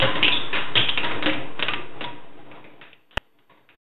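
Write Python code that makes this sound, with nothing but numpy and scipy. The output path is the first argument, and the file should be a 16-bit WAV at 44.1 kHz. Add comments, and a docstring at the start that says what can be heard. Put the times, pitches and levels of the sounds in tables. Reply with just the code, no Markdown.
"""Knocks and a low rumble: marbles run down a wooden toy track, striking pivoting levers. Each impact excites
the resonances of track and table and reverberates in a workshop; rolling over the grain of the grooves makes
the rumble. The sound fades away to a few small taps. The microphone is dull above 4 kHz, and one short dry pop
breaks in near the end."""
import sys
import numpy as np
from scipy import signal
from scipy.io import wavfile
from scipy.ndimage import uniform_filter1d

SR = 44100
rng = np.random.default_rng(int(sys.argv[2]) if len(sys.argv) > 2 else 0)


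def log_audio(samples):
    """Write samples as a 16-bit WAV file to the path given in sys.argv[1]."""
    # one column per channel
    frames = np.atleast_2d(samples).T
    # limit to full scale, then quantise
    limited = np.clip(frames, -1, 1)
    pcm = np.round(limited * 32767).astype(np.int16)
    wavfile.write(sys.argv[1], SR, pcm)


N = 176400
TIME = np.arange(N) / SR

# frequency response of the microphone: (f/Hz, gain/dB)
MIC_RESPONSE = [(3750, 2), (3900, -4), (4050, -19), (4600, -20), (5300, -48.5), (7000, -56.5),
                (12000, -59.5)]


def amp(db):
    """Amplitude ratio of a level in decibels."""
    return 10 ** (np.asarray(db) / 20)


def unit_energy(x):
    """Normalisation to an energy of one."""
    return x / np.sqrt(np.sum(x ** 2) + 1e-20)


def unit_rms(x):
    """Normalisation to an rms of one."""
    return unit_energy(x) * np.sqrt(x.size)


def curve(points, hz=abs(np.fft.fftfreq(2048, 1 / SR))):
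    """Interpolation over log frequency, by default at the bins of a full FFT."""
    f, value = np.transpose(points)
    return np.interp(np.log(hz + 1), np.log(f + 1), value)


def add(mix, start_s, sound):
    """Superposition of a delayed sound on the mix."""
    part = mix[max(round(start_s * SR), 0):][:len(sound)]
    part += sound[:len(part)]


def minimum_phase(gain_db):
    """Causal impulse response of a gain curve, its phase given by the Hilbert transform."""
    log_spectrum = np.conj(signal.hilbert(np.log(amp(gain_db))))
    return np.fft.ifft(np.exp(log_spectrum)).real[:len(gain_db) // 2]


def convolve(x, response):
    """Linear filtering, cut to the length of x."""
    return signal.oaconvolve(x, response)[:len(x)]


def room_tail(size=32768, build_up_s=0.0034):
    """Reverberation: dense reflections decay exponentially, the treble first."""
    # reverberation time of the workshop: (f/Hz, T60/s)
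    decay_times = [(100, .8), (300, 0.38), (900, 0.46), (2000, 0.49), (3700, 0.45), (5200, 0.11)]
    hz, t, spectra = signal.stft(rng.standard_normal(size), SR, nperseg=256)
    decay = amp(-60 * t / curve(decay_times, hz)[:, None])
    tail = signal.istft(spectra * decay, SR)[1][:size]
    return unit_energy(tail * np.minimum(np.arange(size) / SR / build_up_s, 1))


def rolling(bumps_per_s=900, wobble_db=4):
    """Roughness excitation: marbles bump over the wood grain, giving a rumble and a finer rattle."""
    # course of the rolling noise: (t/s, rumble level/dB, rattle level/dB)
    levels = [(0, -38.5, -32.5), (.25, -34, -36.5), (.43, -43, -40.5), (0.679, -40.5, -36),
              (0.948, -39.5, -41), (1.1, -35, -31.5), (1.22, -35, -41.5), (1.49, -38, -44),
              (1.58, -44.5, -44), (1.8, -37, -36.5), (1.88, -45, -46.5), (2.08, -40.5, -44),
              (2.2, -50.5, -53), (2.48, -47.5, -51.5), (2.56, -48, -49), (2.85, -58, -64),
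              (3.05, -68.5, -72)]
    # spectra of rumble and rattle: (f/Hz, relative level/dB)
    rumble_spectrum = [(30, -7), (80, -16.5), (125, -1.5), (210, -0.5), (380, 1.5), (550, -0.5),
                       (900, -3.5), (2000, -29), (4000, -57)]
    rattle_spectrum = [(100, -29), (500, -13.5), (1000, 10.5), (1600, 4), (2600, 0), (3800, -4.5),
                       (8000, -18)]
    times, rumble_db, rattle_db = np.transpose(levels)
    sign = rng.choice([-1, 1], N)
    wobble = np.tanh(unit_rms(uniform_filter1d(rng.standard_normal(N), size=1500)))
    bumps = sign * (rng.random(N) < bumps_per_s / SR) * amp(wobble_db * wobble)
    bumps = bumps + convolve(bumps, room_tail())
    out = np.zeros(N)
    for spectrum, db in [(rumble_spectrum, rumble_db), (rattle_spectrum, rattle_db)]:
        response = minimum_phase(curve(spectrum) + curve(MIC_RESPONSE))
        out += amp(np.interp(TIME, times, db)) * unit_rms(convolve(bumps, response))
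    return out


def contact(size=2048, bounces_per_s=2600, decay_s=0.0045, chatter_db=1.5):
    """Rebound: one sharp impulse, then milliseconds of chatter as the marble bounces on the wood."""
    t = np.arange(size) / SR
    bounces = rng.standard_normal(size) * (rng.random(size) < bounces_per_s / SR)
    force = amp(chatter_db) * unit_energy(bounces * np.sqrt(t) * np.exp(-t / decay_s))
    force[0] += 1
    return force


def resonate(x, hz, stage_width_hz):
    """Resonance with steep skirts: two equal band-pass stages in cascade."""
    b, a = signal.iirpeak(hz, hz / stage_width_hz, SR)
    return signal.lfilter(b, a, signal.lfilter(b, a, x))


def knocks(tail_count=7, attack_widening=1.5, gain_db=22):
    """Impact excitation: the table thuds, the wood clacks, the struck piece rings; all reverberate."""
    # marble and lever impacts, in relative levels:
    # (t/s, thud level/dB, clack level/dB, ring level/dB, ring f/Hz, reverberation level/dB)
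    impacts = [(.0015, -25, -25, -16.5, 2760, -14), (0.0194, -24, -19, -20, 2910, 6),
               (0.1541, -31, -27, -32, 2800, 6), (0.2286, -28.5, -28, -10.5, 2540, 3),
               (0.2449, -44.5, -36.5, -13, 2804, 6.5), (0.281, -27.5, -19, -13.5, 2730, -7.5),
               (0.3205, -38.5, -37, -18, 3513, 9.5), (0.529, -45.5, -31.5, -30.5, 2510, 13.5),
               (.552, -37.5, -29.5, -32, 2920, 11), (0.7545, -27, -22, -15, 3280, 4),
               (0.7683, -27, -25, -14.5, 2420, 1.5), (0.774, -35.5, -35, -12, 3086, 5),
               (0.8868, -37, -35.5, -21.5, 2630, -5), (0.8916, -39.5, -26.5, -14, 3170, -4.5),
               (0.9752, -30, -23.5, -15, 2650, -0.5), (1.0329, -32, -29, -37.5, 2950, 4),
               (1.044, -36.5, -20.5, -31, 3100, -0.5), (1.1122, -34.5, -30.5, -34.5, 2410, 6),
               (1.2256, -29, -20.5, -57, 2790, -2.5), (1.2597, -26, -19.5, -20.5, 2760, 2),
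               (1.2963, -40, -33.5, -20.5, 2400, 1), (1.3325, -47, -29, -29, 3000, -6),
               (1.594, -29.5, -23, -47, 2600, -4), (1.6253, -27.5, -19.5, -17, 2760, -4.5),
               (1.684, -32, -21.5, -19, 2630, -3), (1.7361, -34, -22.5, -22.5, 2560, -10),
               (2.0092, -32, -31, -32, 2580, 2.5), (2.0419, -39, -28, -28.5, 3320, -8),
               (2.5149, -41, -49.5, -43, 2310, -1.5), (2.6429, -47.5, -51.5, -46.5, 2265, 5.5),
               (2.8134, -54.5, -41.5, -45, 2540, 4), (2.931, -55, -56, -41.5, 2700, -9),
               (3.1103, -63, -53.5, -51, 2890, 2), (3.128, -60.5, -55.5, -58.5, 2874, 6),
               (3.3877, -73.5, -58.5, -66, 2780, -2), (3.4955, -62, -61, -57.5, 1110, 12.5),
               (3.574, -59.5, -61.5, -61, 970, 5), (3.69, -70.5, -50, -51.5, 2297, -3.5),
               (3.701, -59, -56.5, -52, 2520, 0.5)]
    # spectra of thud and clack: (f/Hz, relative level/dB)
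    thud_spectrum = [(40, -17.5), (90, -11), (135, 2), (210, -5), (300, -1.5), (550, 1.5), (800, -7.5),
                     (1500, -27.5), (4000, -48.5)]
    clack_spectrum = [(100, -52.5), (500, -16), (950, 1), (1400, 5.5), (2000, 6.5), (2800, 0.5), (3800, 1),
                      (8000, -17.5)]
    # damping of the struck pieces; small hard ones ring more purely: (f/Hz, base bandwidth/Hz)
    ring_widths = [(1000, 130), (2700, 700), (3200, 680), (3500, 350)]
    tail_trim_db = np.array([2.5, 3, -2.5])  # thud, clack, ring
    mic_db = curve(MIC_RESPONSE)
    responses = [minimum_phase(db + mic_db) for db in (curve(thud_spectrum), curve(clack_spectrum), 0)]
    rooms = [room_tail() for _ in range(tail_count)]

    def radiate(force, levels_db, ring_hz, width_hz):
        """Superposition of the thud, clack and ring that one force excites."""
        thud, clack, broadband = (convolve(force, response) for response in responses)
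        ring = resonate(broadband, ring_hz, width_hz)
        return sum(amp(db) * unit_energy(part) for db, part in zip(levels_db, (thud, clack, ring)))

    out = np.zeros(N)
    for k, (start_s, *levels_db, ring_hz, reverb_db) in enumerate(impacts):
        width_hz = curve(ring_widths, ring_hz)
        direct = radiate(contact(), levels_db, ring_hz, attack_widening * width_hz)
        tail = radiate(rooms[k % tail_count], tail_trim_db + levels_db, ring_hz, width_hz)
        add(out, start_s, direct)
        add(out, start_s, amp(reverb_db) * tail)
    return amp(gain_db) * out


def body(x):
    """Forced vibration: the modes of track and table respond to the shaking x."""
    # modes of track and table: (f/Hz, bandwidth/Hz, gain/dB)
    modes = [(300.4, 18, 2), (543, 20, -7), (967, 27, -3.5)]
    return x + sum(amp(db) * signal.lfilter(*signal.iirpeak(hz, hz / width, SR), x)
                   for hz, width, db in modes)


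def hollow_pieces(size=22050, rise_s=0.0013, t60_s=0.22, room_db=-6):
    """Damped free vibration: knocked hollow blocks and levers, and the table's low mode, ring at one pitch each
    into the room."""
    # ringing wooden pieces and the table's low mode: (t/s, f/Hz, level/dB)
    pieces = [(0.0191, 532, -20.5), (.0194, 121, -25), (0.2281, 294, -24), (0.5307, 393.7, -28),
              (0.7692, 1573, -26), (.774, 121.4, -29), (1.0325, 952, -26.5), (1.2595, 540, -23),
              (1.2602, 308.4, -21.5), (1.685, 1190, -31), (1.791, 364, -33.5), (2.0419, 959.7, -29.5)]
    t = np.arange(size) / SR
    envelope = (1 - np.exp(-t / rise_s)) * amp(-60 * t / t60_s)
    out = np.zeros(N)
    for start_s, hz, db in pieces:
        add(out, start_s, amp(db) * envelope * np.sin(2 * np.pi * hz * t))
    return out + amp(room_db) * convolve(out, room_tail())


def winding_groove(width_hz=24):
    """Randomly driven resonance: a marble makes the groove sing, the pitch wavering as it moves."""
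    # course of the groove's tone: (t/s, f/Hz, level/dB)
    course = [(0.071, 1016, -38.5), (0.238, 1048, -38.5), (.37, 953, -36)]
    times, hz, db = np.transpose(course)
    envelope = uniform_filter1d(np.interp(TIME, times, amp(db), left=0, right=0), size=1323)
    noise = rng.standard_normal(N) + 1j * rng.standard_normal(N)
    shaking = signal.lfilter(*signal.butter(2, width_hz / 2, fs=SR), noise)
    phase = 2 * np.pi * np.cumsum(np.interp(TIME, times, hz)) / SR
    return envelope * unit_rms((shaking * np.exp(1j * phase)).real)


def dry_pop(start_s=3.1725, length_s=0.0069, step=-0.098, crackle_db=-18):
    """Broadband transient: an abrupt burst of crackle on a step, cut hard on and off."""
    # spectrum of the crackle: (f/Hz, relative level/dB)
    spectrum = [(300, -23), (600, 8), (1000, 4.5), (1500, 2.5), (2700, 6.5), (3600, -7)]
    roll_off_db = np.maximum(curve(MIC_RESPONSE), -22.5)  # the floor lets some fizz through
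    crackle = convolve(rng.standard_normal(2048), minimum_phase(curve(spectrum) + roll_off_db))
    out = np.zeros(N)
    add(out, start_s, step + amp(crackle_db) * unit_rms(crackle[-round(length_s * SR):]))
    return out


def scene():
    """Mid-side stereo: the toy stands in the centre, and reflections add a trace of width."""
    # spectrum of the lateral reflections: (f/Hz, side level re mid/dB)
    side_spectrum = [(350, -44), (700, -23.5), (1400, -23.5), (2500, -48.5)]
    mid = body(knocks() + rolling()) + hollow_pieces() + winding_groove()
    reflections = convolve(mid, unit_energy(room_tail()[:2048]))
    side = convolve(reflections, minimum_phase(curve(side_spectrum)))
    return np.array([mid + side, mid - side])


def record(dry):
    """Distortion and noise: soft saturation, whine and hiss; a pop breaks in, then all falls silent."""
    # drift of the zero line: (t/s, offset/full scale)
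    drift = [(0, -0.088), (1.13, -0.094), (2.05, -.034), (2.55, -0.01), (3.0, -0.0013), (3.75, -.001)]
    # steady electronic tones: (f/Hz, level/dB)
    whines = [(4500, -89.5), (9000, -93.5), (12000, -81)]
    drive, hiss_db = 0.24, -84
    clock_hz, clock_depth_db = 8000, -53.5
    off_s, fade_s, band_limit_hz = 3.75, 0.0043, 12400
    offset = np.interp(TIME, *np.transpose(drift))
    saturated = np.tanh(drive * (dry + offset)) / drive
    clock_leakage = 1 + amp(clock_depth_db) * np.sin(2 * np.pi * clock_hz * TIME)
    whine = sum(amp(db) * np.sin(2 * np.pi * hz * TIME) for hz, db in whines)
    hiss = amp(hiss_db) * rng.standard_normal(N)
    shut_off = np.exp(-np.maximum(TIME - off_s, 0) / fade_s)
    out = (saturated * clock_leakage + whine + hiss + dry_pop()) * shut_off
    low_pass = signal.firwin(511, band_limit_hz, window=("kaiser", 9), fs=SR)
    return signal.oaconvolve(out, low_pass[None], "same")


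dry = scene()
out = record(dry)
log_audio(out)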